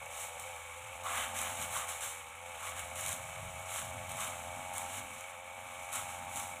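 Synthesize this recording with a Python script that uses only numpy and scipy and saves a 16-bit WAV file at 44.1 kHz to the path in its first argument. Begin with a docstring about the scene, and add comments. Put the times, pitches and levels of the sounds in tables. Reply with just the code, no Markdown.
"""Brush cutter among palms

A small two-stroke works some metres away, hunting around 87 firings a second. Exhaust pops
ring in the muffler and the housing buzzes. The blade swishes through grass, thrashes and snaps
stems, and its blows ring in the shaft. Ground and trunks echo; light wind rumbles on the microphone."""
import sys
import numpy as np
from scipy import signal
from scipy.fft import rfft, irfft
from scipy.io import wavfile

SR = 44100
rng = np.random.default_rng(int(sys.argv[2]) if len(sys.argv) > 2 else 0)


def transcribe(u):
    """Save the signal u as a 16-bit wav file named by the first command-line argument.

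    u: samples, shape (n,) or (channels, n), limited to [-1, 1]; the rate is SR.
    q: integer samples, one column per channel.
    """
    v = np.clip(np.atleast_2d(u).T, -1, 1)
    q = np.round(v * 32767).astype(np.int16)
    wavfile.write(sys.argv[1], SR, q)


N = 291060


def from_db(db):
    return 10 ** (np.asarray(db) / 20)


def rms_one(x):
    return x / np.sqrt(np.mean(x ** 2) + 1e-20)


def in_time(rows):
    """Rows of (time [s], values...) to one per-sample curve per value column."""
    times_s, *columns = np.transpose(rows)
    return [np.interp(np.arange(N) / SR, times_s, column) for column in columns]


def drift(rate_hz):
    """Slow random wander: noise through two one-pole low-passes; rms 1."""
    r = np.exp(-2 * np.pi * rate_hz / SR)
    return rms_one(signal.lfilter([1], [1, -2 * r, r * r], rng.standard_normal(N + SR)))[SR:]


def resonate(x, modes):
    """Parallel modes (frequency [Hz], width [Hz], gain [dB]), signs alternating; rms 1."""
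    out = 0
    for k, (hz, width_hz, gain_db) in enumerate(modes):
        r = np.exp(-np.pi * width_hz / SR)
        b = [(1 - r * r) / 2, 0, (r * r - 1) / 2]
        a = [1, -2 * r * np.cos(2 * np.pi * hz / SR), r * r]
        out = out + (-1) ** k * from_db(gain_db) * signal.lfilter(b, a, x)
    return rms_one(out)


def colour(x, spectrum):
    """Minimum-phase filter through the points (frequency [Hz], gain [dB])."""
    hz, gain_db = np.transpose(spectrum)
    grid_hz = np.maximum(np.arange(2049) * SR / 4096, 1)
    cepstrum = irfft(np.log(from_db(np.interp(np.log(grid_hz), np.log(hz), gain_db))))
    cepstrum[1:2048] *= 2
    cepstrum[2049:] = 0
    return signal.fftconvolve(x, irfft(np.exp(rfft(cepstrum))))[:N]


def grains(per_s, spread_db, bursts_per_s, burst_gain, fade_s):
    """Random clicks of uneven size; each tuft hit starts a fading burst; rms 1."""
    sizes = from_db(spread_db * np.minimum(rng.exponential(1, N), 4)) * rng.standard_normal(N)
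    hits = (rng.random(N) < bursts_per_s / SR) * burst_gain * np.minimum(rng.exponential(1, N), 2.5)
    bursts = 1 + signal.lfilter([1], [1, -np.exp(-1 / (fade_s * SR))], hits + 1e-18)
    return rms_one(sizes * (rng.random(N) < per_s / SR) * bursts)


def wind():
    """Lumpy rumble of air on the microphone, with a higher flutter at its port."""
    # wind strength: (time [s], rumble [dB], flutter [dB])
    levels = [(0.0, -68.5, -80), (0.68, -74, -82), (1.43, -68, -58.5), (1.67, -56.5, -66),
              (1.91, -71.5, -79.5), (2.37, -73.5, -78.5), (3.14, -57.5, -65), (3.31, -62.5, -77.5),
              (3.47, -48.5, -71), (3.66, -67.5, -73.5), (3.86, -53.5, -64), (5.09, -67.5, -63),
              (5.27, -73.5, -74.5), (6.43, -59.5, -61), (6.6, -69, -66)]
    # rumble spectrum: (frequency [Hz], gain [dB])
    rumble_spectrum = [(25, -14), (50, -10), (100, 2.5), (150, -0.5), (220, -11), (400, -36.5)]
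    # port resonance: (frequency [Hz], width [Hz], gain [dB])
    port_mode = (233, 75, 0)
    rumble_db, flutter_db = in_time(levels)
    rumble = rms_one(colour(rng.standard_normal(N), rumble_spectrum))
    flutter = resonate(resonate(rng.standard_normal(N), [port_mode]), [port_mode])
    lumps = from_db(2.2 * drift(rate_hz=18))
    return lumps * (from_db(rumble_db) * rumble + from_db(flutter_db) * flutter)


def echoes(x):
    """Reflections only; leaves and soft ground absorb their treble."""
    # ground, then trunks: (delay [s], gain [dB])
    paths = [(.0013, -9), (.021, -18), (.047, -20)]
    dull = signal.lfilter([.3], [1, -.7], x)
    out = np.zeros(N)
    for delay_s, gain_db in paths:
        lag = round(delay_s * SR)
        out[lag:] += from_db(gain_db) * dull[:N - lag]
    return out


def hollow(x):
    """The sound briefly hollows out in a narrow band."""
    # passing notches: (mid time [s], length [s], centre [Hz], depth [0-1])
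    notches = [(.75, 0.61, 700, .95), (2.244, 0.67, 660, 0.9), (5.123, 0.19, 680, 0.4)]
    t, out = np.arange(N) / SR, x
    for mid_s, length_s, hz, depth in notches:
        window = np.cos(np.pi * np.clip((t - mid_s) / length_s, -.5, .5)) ** 2
        band = signal.lfilter(*signal.iirpeak(hz, Q=3.0, fs=SR), x)
        out = out - depth * window * band
    return out


def engine():
    """One uneven pop and puff per turn ring the muffler and shake loose housing parts."""
    # hunting under changing load: (time [s], firing rate [1/s])
    speed = [(0, 80.5), (.18, 83.4), (.36, 82.3), (.49, 86.1), (.67, 84), (.91, 87.8), (1.1, 86),
             (1.4, 88.5), (1.6, 85.4), (1.86, 86.2), (2.0, 81), (2.29, 81.5), (2.5, 85.5), (2.58, 83),
             (2.79, 88.2), (2.96, 87.3), (3.1, 90.5), (3.31, 88.6), (3.46, 92.6), (3.62, 88.7), (3.79, 94),
             (3.97, 86.6), (4.19, 93.1), (4.37, 85.7), (4.64, 92.6), (4.75, 87.7), (4.98, 92.4),
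             (5.11, 84.6), (5.26, 90.8), (5.4, 87.4), (5.57, 91), (6.3, 88.7), (6.43, 90.3), (6.6, 85.5)]
    # outlet aim as the worker sways: (time [s], middle mode [dB], upper mode [dB], firing tone [dB])
    levels = [(0.0, -65, -54.5, -67), (0.8, -61, -53, -63), (1.05, -55, -53, -60.5), (1.3, -54, -50, -59),
              (1.7, -52, -51, -60), (2.11, -63.5, -54.5, -67), (2.5, -60, -54.5, -66),
              (2.81, -55.5, -55, -57), (3.34, -55, -56, -59), (4.5, -52, -51, -60.5), (4.82, -55, -48, -63),
              (5.0, -56, -52, -59), (5.13, -62, -57, -71), (5.85, -58, -54.5, -66.5),
              (6.23, -54, -48.5, -61), (6.47, -57, -48.5, -61), (6.6, -56, -58, -70)]
    # low, middle, upper muffler mode: (frequency [Hz], width [Hz], delay [s], puff share [ratio])
    muffler_modes = [(525, 110, 0, .4), (650, 190, .002, .4), (825, 230, .0035, .3)]
    # housing resonances: (frequency [Hz], width [Hz], gain [dB])
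    housing_modes = [(2247, 71, -5.5), (2616, 100, -9.5)]
    t = np.arange(N) / SR
    middle_db, upper_db, tone_db = in_time(levels)
    low_db = -52.5 - 0.76 * t   # heard all round; fades as the worker walks off
    buzz_db = -51.5 + 0.21 * (upper_db - upper_db.mean())
    firing_hz = in_time(speed)[0] * (1 + .016 * drift(rate_hz=30))
    turns = np.cumsum(firing_hz) / SR
    strength = from_db(1.3 * rng.standard_normal(1000))[turns.astype(int)]
    puff = rms_one(np.exp(-2.5 * (turns % 1)) * rng.standard_normal(N))
    pops = rms_one(strength * (np.diff(np.floor(turns), prepend=0) > 0))
    exhaust = 0
    for (hz, width_hz, delay_s, share), level_db in zip(muffler_modes, (low_db, middle_db, upper_db)):
        drive = np.roll(pops + share * puff, round(delay_s * SR))
        mode = [(hz, width_hz, 0)]
        exhaust = exhaust + from_db(level_db) * resonate(resonate(drive, mode), mode)
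    outlet = signal.butter(8, 475, "high", fs=SR, output="sos")   # too small to radiate bass
    exhaust = signal.sosfilt(outlet, exhaust)
    tone = np.sqrt(2) * np.sin(2 * np.pi * turns + 1.8 * drift(rate_hz=4))
    shake = (0.28 * pops + puff) * from_db(1.0 * drift(rate_hz=3.4))
    buzz = resonate(shake, housing_modes)
    return exhaust + from_db(tone_db) * tone + from_db(buzz_db) * buzz


def snaps(spectrum):
    """Stems break: sharp cracks with a splintering tail of a few ms."""
    # breaking stems: (time [s], strength [dB])
    breaks = [(0.059, -29.5), (0.397, -23.5), (1.037, -28), (1.344, -29), (1.8856, -32.5), (2.0078, -26),
              (2.6944, -26), (2.794, -24.5), (2.957, -25), (3.063, -18.5), (3.0824, -19), (3.0912, -20),
              (3.1288, -21), (4.0941, -27), (4.1696, -24), (4.7377, -25), (4.781, -17.5), (5.2087, -28),
              (5.9288, -21), (6.359, -24)]
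    clicks, tail_s = np.zeros(N), .0012
    for time_s, strength_db in breaks:
        clicks[round(time_s * SR)] = from_db(strength_db)
    envelope = signal.lfilter([1], [1, -np.exp(-1 / (tail_s * SR))], clicks + 1e-18)
    return colour(envelope * rng.standard_normal(N), spectrum)


def cut_levels_db():
    """Swish, thrash and ring levels: each cut rises and fades over the skimming."""
    # skimming thin grass between cuts: (time [s], swish [dB])
    skim = [(0, -47.5), (.3, -45), (.95, -46.5), (2.1, -50.5), (2.33, -50), (2.6, -44.5), (3.3, -44.5),
            (4.05, -44.5), (5.2, -43.5), (5.4, -51), (5.85, -44.5), (6.6, -46.5)]
    # cuts into growth: (start [s], rise [s], 10 dB fade [s], swish [dB], thrash [dB], ring [dB])
    cuts = [(.1, 0.14, 0.05, -35, -48.5, -53), (.39, .015, .12, -41, -56, -53),
            (1.034, .04, .15, -37, -39, -36), (1.08, .12, 0.1, -31.5, -35, -41),
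            (1.34, 0.043, 0.24, -30, -38.5, -45.5), (1.57, 0.063, 0.06, -33.5, -42, -50),
            (1.7, 0.066, 0.0859, -29.5, -38, -39), (1.88, 0.0091, 0.11, -31, -41, -48),
            (2.0, 0.038, 0.1061, -30.5, -41, -47), (2.58, 0.099, 0.06, -37.5, -43.5, -44),
            (2.75, 0.051, 0.05, -37, -42.5, -49), (2.95, 0.039, .15, -33, -43, -51.5),
            (3.01, .11, 0.0443, -31.5, -44, -52), (3.671, 0.11, .07, -31.5, -42.5, -46),
            (4.085, 0.028, 0.08, -38.5, -48, -58), (4.16, .06, .11, -32, -40, -40),
            (4.728, 0.043, 0.11, -35.5, -47, -49), (4.88, 0.11, 0.02, -35.5, -45, -53),
            (5.918, 0.044, 0.07, -29.5, -40, -42), (6.07, .04, .08, -42, -50, -53),
            (6.29, .05, .08, -40, -50, -53), (6.352, .02, .11, -32.5, -47.5, -48)]
    t, (skim_db,) = np.arange(N) / SR, in_time(skim)
    swing_db = 0.48 * (skim_db - skim_db.mean())
    power = from_db([skim_db, -50 + swing_db, -53.5 + swing_db]) ** 2
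    for start_s, rise_s, fade_s, *levels_db in cuts:
        rise = np.clip((t - start_s) / rise_s, 0, 1) ** 0.6   # bites at once, then swells
        fade = from_db(-10 * np.maximum(t - start_s - rise_s, 0) / fade_s)
        power += (from_db(levels_db)[:, None] * rise * fade) ** 2
    return 10 * np.log10(power)


def blade(swish_spectrum):
    """Air hiss off the blade turns to brighter crackle as it bites; blows on stems ring the shaft."""
    # thrashed stems: (frequency [Hz], gain [dB])
    thrash_spectrum = [(450, -21.5), (750, -7), (1000, -13.5), (1600, -1.5), (2500, -1), (3600, 0.5),
                       (7000, -28.5)]
    # shaft resonances: (frequency [Hz], width [Hz], gain [dB])
    shaft_modes = [(1099, 71, 1), (1167, 39, 4), (1276, 190, -7)]
    swish_db, thrash_db, ring_db = cut_levels_db()
    bite = np.clip((swish_db + 48) / 20, 0, .85)
    hiss = signal.lfilter([1, .3], [1], rng.standard_normal(N)) * from_db(1.25 * drift(rate_hz=73))
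    crackle = grains(per_s=20000, spread_db=-0.5, bursts_per_s=76, burst_gain=0.78, fade_s=0.0016)
    swish = rms_one(colour(np.sqrt(1 - bite) * hiss + np.sqrt(bite) * crackle, swish_spectrum))
    blows = grains(per_s=10000, spread_db=1.0, bursts_per_s=54, burst_gain=0.19, fade_s=0.0078)
    thrash = rms_one(colour(blows, thrash_spectrum))
    ring = resonate(resonate(blows, shaft_modes), [(1158, 1400, 0)])
    return from_db(swish_db) * swish + from_db(thrash_db) * thrash + from_db(ring_db) * ring


def scene():
    """Cutter, its echoes and wind; mono."""
    # spectrum of grass swish and stem snaps: (frequency [Hz], gain [dB])
    cutting_spectrum = [(1500, -22.5), (2500, -13), (4000, 4), (7300, 5), (10500, -3), (13000, -11),
                        (16000, -13.5)]
    cutter = hollow(engine() + blade(cutting_spectrum)) + snaps(cutting_spectrum)
    return (cutter + echoes(cutter) + wind())[None]


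def record(dry):
    """Comb-like dips hollow the treble, deepest near 4.8 kHz; a steep low-pass removes the top."""
    # treble dips: (centre [Hz], width [Hz], gain [dB])
    dips = [(5070, 3330, -12.5), (4746, 480, -35.5), (9200, 600, -4), (11500, 830, -3), (13900, 1700, -9)]
    stopband_hz = 15620
    for hz, width_hz, gain_db in dips:
        amp, w = from_db(gain_db / 2), 2 * np.pi * hz / SR
        alpha = np.sin(w) * width_hz / hz / 2
        b = [1 + alpha * amp, -2 * np.cos(w), 1 - alpha * amp]
        a = [1 + alpha / amp, -2 * np.cos(w), 1 - alpha / amp]
        dry = signal.lfilter(b, a, dry)
    return signal.sosfilt(signal.cheby2(30, 60, stopband_hz, fs=SR, output="sos"), dry)


dry = scene()
out = record(dry)
transcribe(out)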